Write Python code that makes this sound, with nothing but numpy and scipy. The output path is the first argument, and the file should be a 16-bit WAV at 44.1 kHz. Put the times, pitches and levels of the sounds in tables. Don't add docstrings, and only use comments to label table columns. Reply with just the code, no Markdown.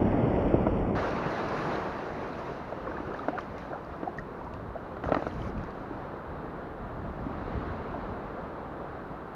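import sys
import numpy as np
from scipy import signal
from scipy.fft import rfft, irfft, next_fast_len
from scipy.io import wavfile
from scipy.ndimage import uniform_filter1d, map_coordinates

SR = 44100
rng = np.random.default_rng(int(sys.argv[2]) if len(sys.argv) > 2 else 0)


def master_out(mix):
    frames = np.transpose(np.atleast_2d(mix))
    ceiling = np.clip(frames, -1, 1)
    pcm = np.round(ceiling * 32767).astype(np.int16)
    wavfile.write(sys.argv[1], SR, pcm)


N = 412335

# [t/s, hull wash level/dB, surf level/dB, nearby spray level/dB]
WATER_LEVELS = [(0, -34.5, -26, -54.5), (.62, -31.5, -27, -55), (.95, -34.5, -29.5, -59),
                (1.26, -45.5, -31.5, -60.5), (1.7, -43.5, -30.5, -57.5), (2.03, -48.5, -36.5, -67),
                (2.52, -48, -38, -66.5), (2.62, -49.5, -39, -71), (3.0, -44.5, -38.5, -71.5),
                (3.4, -47, -40.5, -72), (3.9, -49, -41.5, -77.5), (4.5, -46, -43, -82),
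                (5.0, -44.5, -40.5, -81.5), (5.8, -45.5, -40, -77), (6.7, -44, -40, -97),
                (7.15, -39, -41, -80), (7.4, -40, -37.5, -79), (7.62, -37.5, -38, -78),
                (7.97, -43, -38, -81), (9.35, -48, -41, -89)]
# [f/Hz, level/dB per Hz]
WASH_COLOUR = [(20, -29.5), (30, -1), (62, 0), (120, -4), (210, -6.5), (390, -13.5)]
# [f/Hz, level/dB per Hz]
SURF_COLOUR = [(60, -21.5), (150, -1.5), (300, -1.5), (690, -3), (830, -5), (1150, -5.5), (1540, -11),
               (2300, -25.5), (3360, -33), (3950, -33.5), (5500, -49.5), (7500, -62)]
# [f/Hz, level/dB per Hz]
FOAM_COLOUR = [(900, -28.5), (1500, 4.5), (2200, -1), (2800, -4.5), (3360, -14), (4000, -10), (4600, -16.5),
               (5500, -29.5), (7000, -30.5), (7970, -64.5)]
# [f/Hz, level/dB per Hz]
SPRAY_COLOUR = [(1500, -9), (3000, -7.5), (4500, -1.5), (5900, -4), (7000, -13.5), (7970, -31.5),
                (8640, -19.5), (10000, -22.5), (11300, -18.5), (12300, -34.5), (17000, -34), (21000, -38)]
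# [f/Hz, level over the spray colour/dB]
MIST_TILT = [(1000, -8), (4000, -6), (6500, 0), (21000, 0)]
# [f/Hz, level/dB per Hz]
HISS_COLOUR = [(100, -3.5), (5000, 4.5), (8000, -0.5), (14000, -0.5), (21000, 0)]
# [f/Hz, level/dB, t60/s]
HULL_MODES = [(300, -5.5, 0.047), (508, -5.5, 0.019), (625, 1.5, 0.017), (994, 0.5, 0.038),
              (1314, 7.5, 0.021), (1900, -9, 0.03), (2560, -28, .015), (3760, -15, 0.01), (5100, -29, .012)]
# [t/s, relative level/dB, f as played that the low ring favours/Hz,
# hardness as level of the high modes and slap/dB]
HULL_BLOWS = [(0.015, -11, 304, -25.5), (0.538, -9, 278, -18.5), (0.664, -12.5, 377, -8),
              (2.722, -20.5, 620, -31), (2.999, -22.5, 312, -29), (3.2818, -11, 385, -20.5),
              (3.383, -25.5, 754, -4.5), (4.0285, -17.5, 330, -38.5), (4.966, -27.5, 800, -12),
              (5.036, -18.5, 525, -14), (5.055, -28.5, 600, -25), (5.0868, -15.5, 730, -32),
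              (5.118, -7.5, 620, -18.5), (5.1433, -15.5, 700, -7.5), (5.164, -11, 296, -35),
              (5.221, -18, 614, -20.5), (5.265, -17, 666, -23)]
# [t/s, relative level/dB, nominal f as played/Hz]
SINGLE_BUBBLES = [(0.073, -19, 237), (0.138, -16.5, 288), (0.228, -18, 125), (1.17, -21, 182),
                  (1.259, -19, 171), (1.819, -26, 1115), (2.868, -23.5, 513), (2.873, -28, 1110),
                  (2.883, -20, 297), (3.075, -25, 338), (3.106, -30, 1004), (3.192, -25, 1300),
                  (3.229, -26, 1230), (3.24, -31, 1810), (3.327, -24, 710), (3.344, -23.5, 740),
                  (3.376, -28, 1460), (3.385, -24, 1146), (3.567, -37, 2110), (3.619, -36, 1850),
                  (3.729, -27, 710), (3.741, -31, 1430), (3.749, -25, 783), (3.938, -29.5, 1300),
                  (4.052, -25, 710), (4.072, -22, 770), (4.184, -26.5, 1895), (4.186, -29.5, 1330),
                  (4.411, -31, 965), (4.465, -23.5, 940), (4.541, -33.5, 1790), (4.754, -21.5, 662),
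                  (5.465, -23, 118), (5.636, -32, 1350), (5.908, -25, 287), (7.258, -20, 273),
                  (7.941, -25, 696), (9.035, -35, 690)]
# [t/s, ping level/dB, ping f/Hz, relative splat level/dB]
HOUSING_DROPS = [(1.309, -44, 2520, -61), (1.487, -46.5, 2680, -55), (1.7568, -29.5, 3900, -61),
                 (2.3315, -38, 4020, -71), (3.1407, -40, 3000, -64), (3.191, -36, 3600, -71),
                 (3.848, -48, 4700, -73), (3.3877, -46, 3600, -62), (3.4082, -37, 3150, -63.5),
                 (3.5818, -40, 2530, -60.5), (4.175, -55, 6300, -64.5), (4.185, -50, 5800, -66),
                 (4.194, -55, 6200, -64), (4.446, -62, 5000, -68), (4.538, -37, 2600, -62),
                 (5.095, -41, 3900, -65.5), (5.2794, -48, 2790, -67), (5.311, -39, 3200, -72),
                 (5.419, -33, 3040, -69), (5.579, -35, 2500, -68), (5.638, -57, 6500, -65.5),
                 (5.7066, -48, 4600, -72)]
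# [t/s, wash level/dB, time from onset to fade/s]
HULL_SURGES = [(3.47, -41, 0.073), (4.17, -37, 0.024), (5.05, -34, 0.029), (5.24, -37, 0.35)]
# [t/s, level/dB, time from onset to fade/s]
BLADE_GURGLES = [(2.86, -42, 0.12), (3.07, -42, 0.14), (3.7, -42.5, 0.058), (4.04, -46, .06),
                 (5.03, -37.5, .15), (5.42, -44, 0.046)]
# [t/s, spray level/dB, time from onset to fade/s]
SPRAY_SPLASHES = [(3.15, -72, 0.055), (3.38, -71, .02), (3.57, -73, .05), (4.53, -76, .01),
                  (5.03, -72, .07), (5.12, -69, 0.36), (5.57, -77, 0.034)]
# [t/s, foam level/dB, time from onset to fade/s]
FAR_BREAKER = [(7.2, -55, 0.3)]

SLOW_END = .953
SURGE_RISE_S, SURGE_T60_S = 0.017, 0.24
GURGLE_RISE_S, GURGLE_T60_S = 0.011, .2
SPLASH_RISE_S, SPLASH_T60_S = 0.014, .15
FAR_RISE_S, FAR_T60_S = 0.32, 4
FOAM_OVER_SPRAY_DB = 14
FOAM_OVER_SPLASH_DB = 10.5
SPLIT_HZ = 900
BUBBLE_T60_S, DAMPING_HZ = 0.052, 1190
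HISS_DB = -77
CAMERA_TOP_HZ, TOP_HZ = 21000, 15200
LOW_CUT_HZ = 30


def amp(db):
    return 10 ** (np.asarray(db) / 20)


def unit(x):
    return x / np.sqrt(np.mean(x ** 2) + 1e-20)


def live(s):
    return np.where(s < SLOW_END, s / 2, s - SLOW_END / 2)


def add(track, s, sound):
    track[int(live(s) * SR):][:len(sound)] += sound


def true_hz(s, hz):
    return hz * (2 if s < SLOW_END else 1)


def wobble(rate):
    knots = rng.standard_normal(int(N * rate / SR) + 4)
    return map_coordinates(knots, [np.arange(N) * rate / SR])


def filtered(x, response):
    m = next_fast_len(len(x) + 8192)
    return irfft(rfft(x, m) * response(np.fft.rfftfreq(m, 1 / SR)), m)[:len(x)]


def shape(points):
    f, db = np.transpose(points)
    return lambda hz: amp(np.interp(np.log(hz + 1), np.log(f), db, -120, -120))


def coloured(x, points):
    return unit(filtered(x, shape(points)))


def patchy(depth_db):
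    z = signal.stft(rng.standard_normal(N + 512), nperseg=512)[2]
    field = uniform_filter1d(rng.standard_normal(z.shape), size=5, axis=0)
    field = uniform_filter1d(field, size=6, axis=1)
    return signal.istft(z * amp(depth_db * unit(field)), nperseg=512)[1][:N]


def bursts(rows, rise_s, t60_s):
    t = np.arange(N) / SR
    gain = np.zeros(N)
    for s, db, hold in rows:
        age = t - live(s)
        fade_db = 60 * np.maximum(age - hold, 0) / t60_s
        gain += amp(db - fade_db) * np.clip(age / rise_s, 0, 1)
    return gain


def bubbles(count, centre_hz, octaves, cycles, spread_db):
    where, pitch, size = rng.random((count, 3)).T
    hz = (centre_hz * 2 ** (octaves * (2 * pitch - 1)))[:, None]
    turns = hz * np.arange(900) / SR
    tone = np.sin(2 * np.pi * turns * (1 + 0.088 * turns / cycles))
    tone *= turns * np.exp(-3 * turns / cycles)
    tone *= amp(spread_db * size)[:, None] * np.linspace(1, 0, 900)
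    at = (where * N).astype(int)[:, None] + np.arange(900)
    return unit(np.bincount(at.ravel(), tone.ravel(), N + 900)[:N])


def hull_wash(wash_db, slosh):
    shove = np.hypot(amp(wash_db), bursts(HULL_SURGES, SURGE_RISE_S, SURGE_T60_S))
    heave = amp(0.59 * slosh + 1.2 * wobble(9.8))
    return shove * heave * coloured(patchy(depth_db=1.4), WASH_COLOUR)


def surf(surf_db, slosh):
    crowd = bubbles(count=4000, centre_hz=790.0, octaves=1.314, cycles=2.73, spread_db=8.0)
    churn = patchy(depth_db=0.54) + amp(-18.5) * crowd
    return amp(surf_db + 0.4 * slosh) * coloured(churn, SURF_COLOUR)


def foam(spray_db, slosh, splash):
    near = amp(FOAM_OVER_SPRAY_DB + spray_db) + amp(FOAM_OVER_SPLASH_DB) * splash
    far = bursts(FAR_BREAKER, FAR_RISE_S, FAR_T60_S)
    return np.hypot(near, far) * amp(0.89 * slosh) * coloured(patchy(depth_db=2.5), FOAM_COLOUR)


def drop_patter():
    clicks = rng.standard_normal(N) * (rng.random(N) < .012)
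    return unit(clicks * amp(3.5 * wobble(36)))


def spray(spray_db, slosh, patter):
    level = amp(spray_db + 0.98 * slosh + 0.31 * wobble(29))
    return level * coloured(patchy(depth_db=1.5) + amp(-6.5) * patter, SPRAY_COLOUR)


def knocks():
    rings, slaps, thuds = np.zeros((3, N + SR))
    t = np.arange(SR // 10) / SR
    hz, level, t60 = np.transpose(HULL_MODES)[:, :, None]
    contact = 1 - np.exp(-(t / 0.0011) ** 2)
    for s, db, near_hz, hard_db in HULL_BLOWS:
        low_reach_db = -3.5 * np.log2(hz / true_hz(s, near_hz)) ** 2
        reach_db = np.where(hz < SPLIT_HZ, low_reach_db, hard_db)
        level_scatter, pitch_scatter = rng.standard_normal((2, len(HULL_MODES), 1))
        detune = 1 + .03 * pitch_scatter
        ring = amp(level + reach_db + level_scatter - 60 * t / t60) * np.sin(2 * np.pi * hz * detune * t)
        add(rings, s + 0.001576, amp(db + 1.0) * ring.sum(0) * contact)
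        slap = amp(db + hard_db + 8.0 - 60 * t / 0.019) * contact
        add(slaps, s + 0.0013, slap * rng.standard_normal(len(t)))
        thud = amp(db + 2.5 - 60 * t / 0.057) * contact
        add(thuds, s + 0.001517, thud * rng.standard_normal(len(t)))
    return rings[:N] + filtered(slaps[:N], shape(FOAM_COLOUR)) + filtered(thuds[:N], shape(SURF_COLOUR))


def gulps():
    out, t = np.zeros(N + SR), np.arange(SR // 8) / SR
    for s, db, played_hz in SINGLE_BUBBLES:
        hz = true_hz(s, played_hz)
        t60 = BUBBLE_T60_S / np.hypot(1, hz / DAMPING_HZ)
        tone = np.sin(2 * np.pi * hz * t * (.96 + 2.1 * t))
        tone *= 1 + .7 * np.interp(t * 300, np.arange(40), rng.standard_normal(40))
        soft_start = 1 - np.exp(-t / (0.17 * t60))
        add(out, s, amp(db + 4 - 60 * t / t60) * soft_start * tone)
    return out[:N]


def drops():
    splats, pings = np.zeros((2, N + SR))
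    t = np.arange(SR // 40) / SR
    for s, db, hz, splat_db in HOUSING_DROPS:
        add(splats, s, amp(splat_db + 20 - 60 * t / 0.015) * rng.standard_normal(len(t)))
        ping = amp(db - 60 * t / 0.0072) * (1 - np.exp(-t / 0.00058))
        add(pings, s, ping * np.sin(2 * np.pi * true_hz(s, hz) * t))
    return filtered(splats[:N], shape(SPRAY_COLOUR)) + pings[:N]


def gurgle():
    swarm = bubbles(count=1800, centre_hz=660, octaves=1.21, cycles=8.4, spread_db=18)
    return bursts(BLADE_GURGLES, GURGLE_RISE_S, GURGLE_T60_S) * swarm


def splash_mist(splash, patter):
    fine_drops = coloured(patchy(depth_db=2.2) + amp(-5) * patter, SPRAY_COLOUR)
    return splash * amp(1.5 * wobble(40)) * coloured(fine_drops, MIST_TILT)


def water():
    s, *levels = np.transpose(WATER_LEVELS)
    wash_db, surf_db, spray_db = [np.interp(np.arange(N) / SR, live(s), db) for db in levels]
    slosh = wobble(12)
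    splash = bursts(SPRAY_SPLASHES, SPLASH_RISE_S, SPLASH_T60_S)
    patter = drop_patter()
    body = hull_wash(wash_db, slosh) + surf(surf_db, slosh)
    fizz = foam(spray_db, slosh, splash) + spray(spray_db, slosh, patter)
    return body + fizz + splash_mist(splash, patter)


def scene():
    return (water() + knocks() + gulps() + drops() + gurgle())[None]


def record(dry):
    hiss = amp(HISS_DB) * coloured(rng.standard_normal(N), HISS_COLOUR)
    taken = filtered(dry[0] + hiss, lambda hz: hz < CAMERA_TOP_HZ)
    half = round(SLOW_END * SR / 2)
    slow = signal.resample_poly(taken[:2 * half], 2, 1, window=("kaiser", 9))[:2 * half]
    played = np.concatenate([slow, taken[half:]])[:N]
    played = played * np.minimum(1, np.arange(N) / (.002 * SR))
    return filtered(played, lambda hz: (hz < TOP_HZ) * hz ** 2 / np.hypot(hz ** 2, LOW_CUT_HZ ** 2))[None]


dry = scene()
out = record(dry)
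master_out(out)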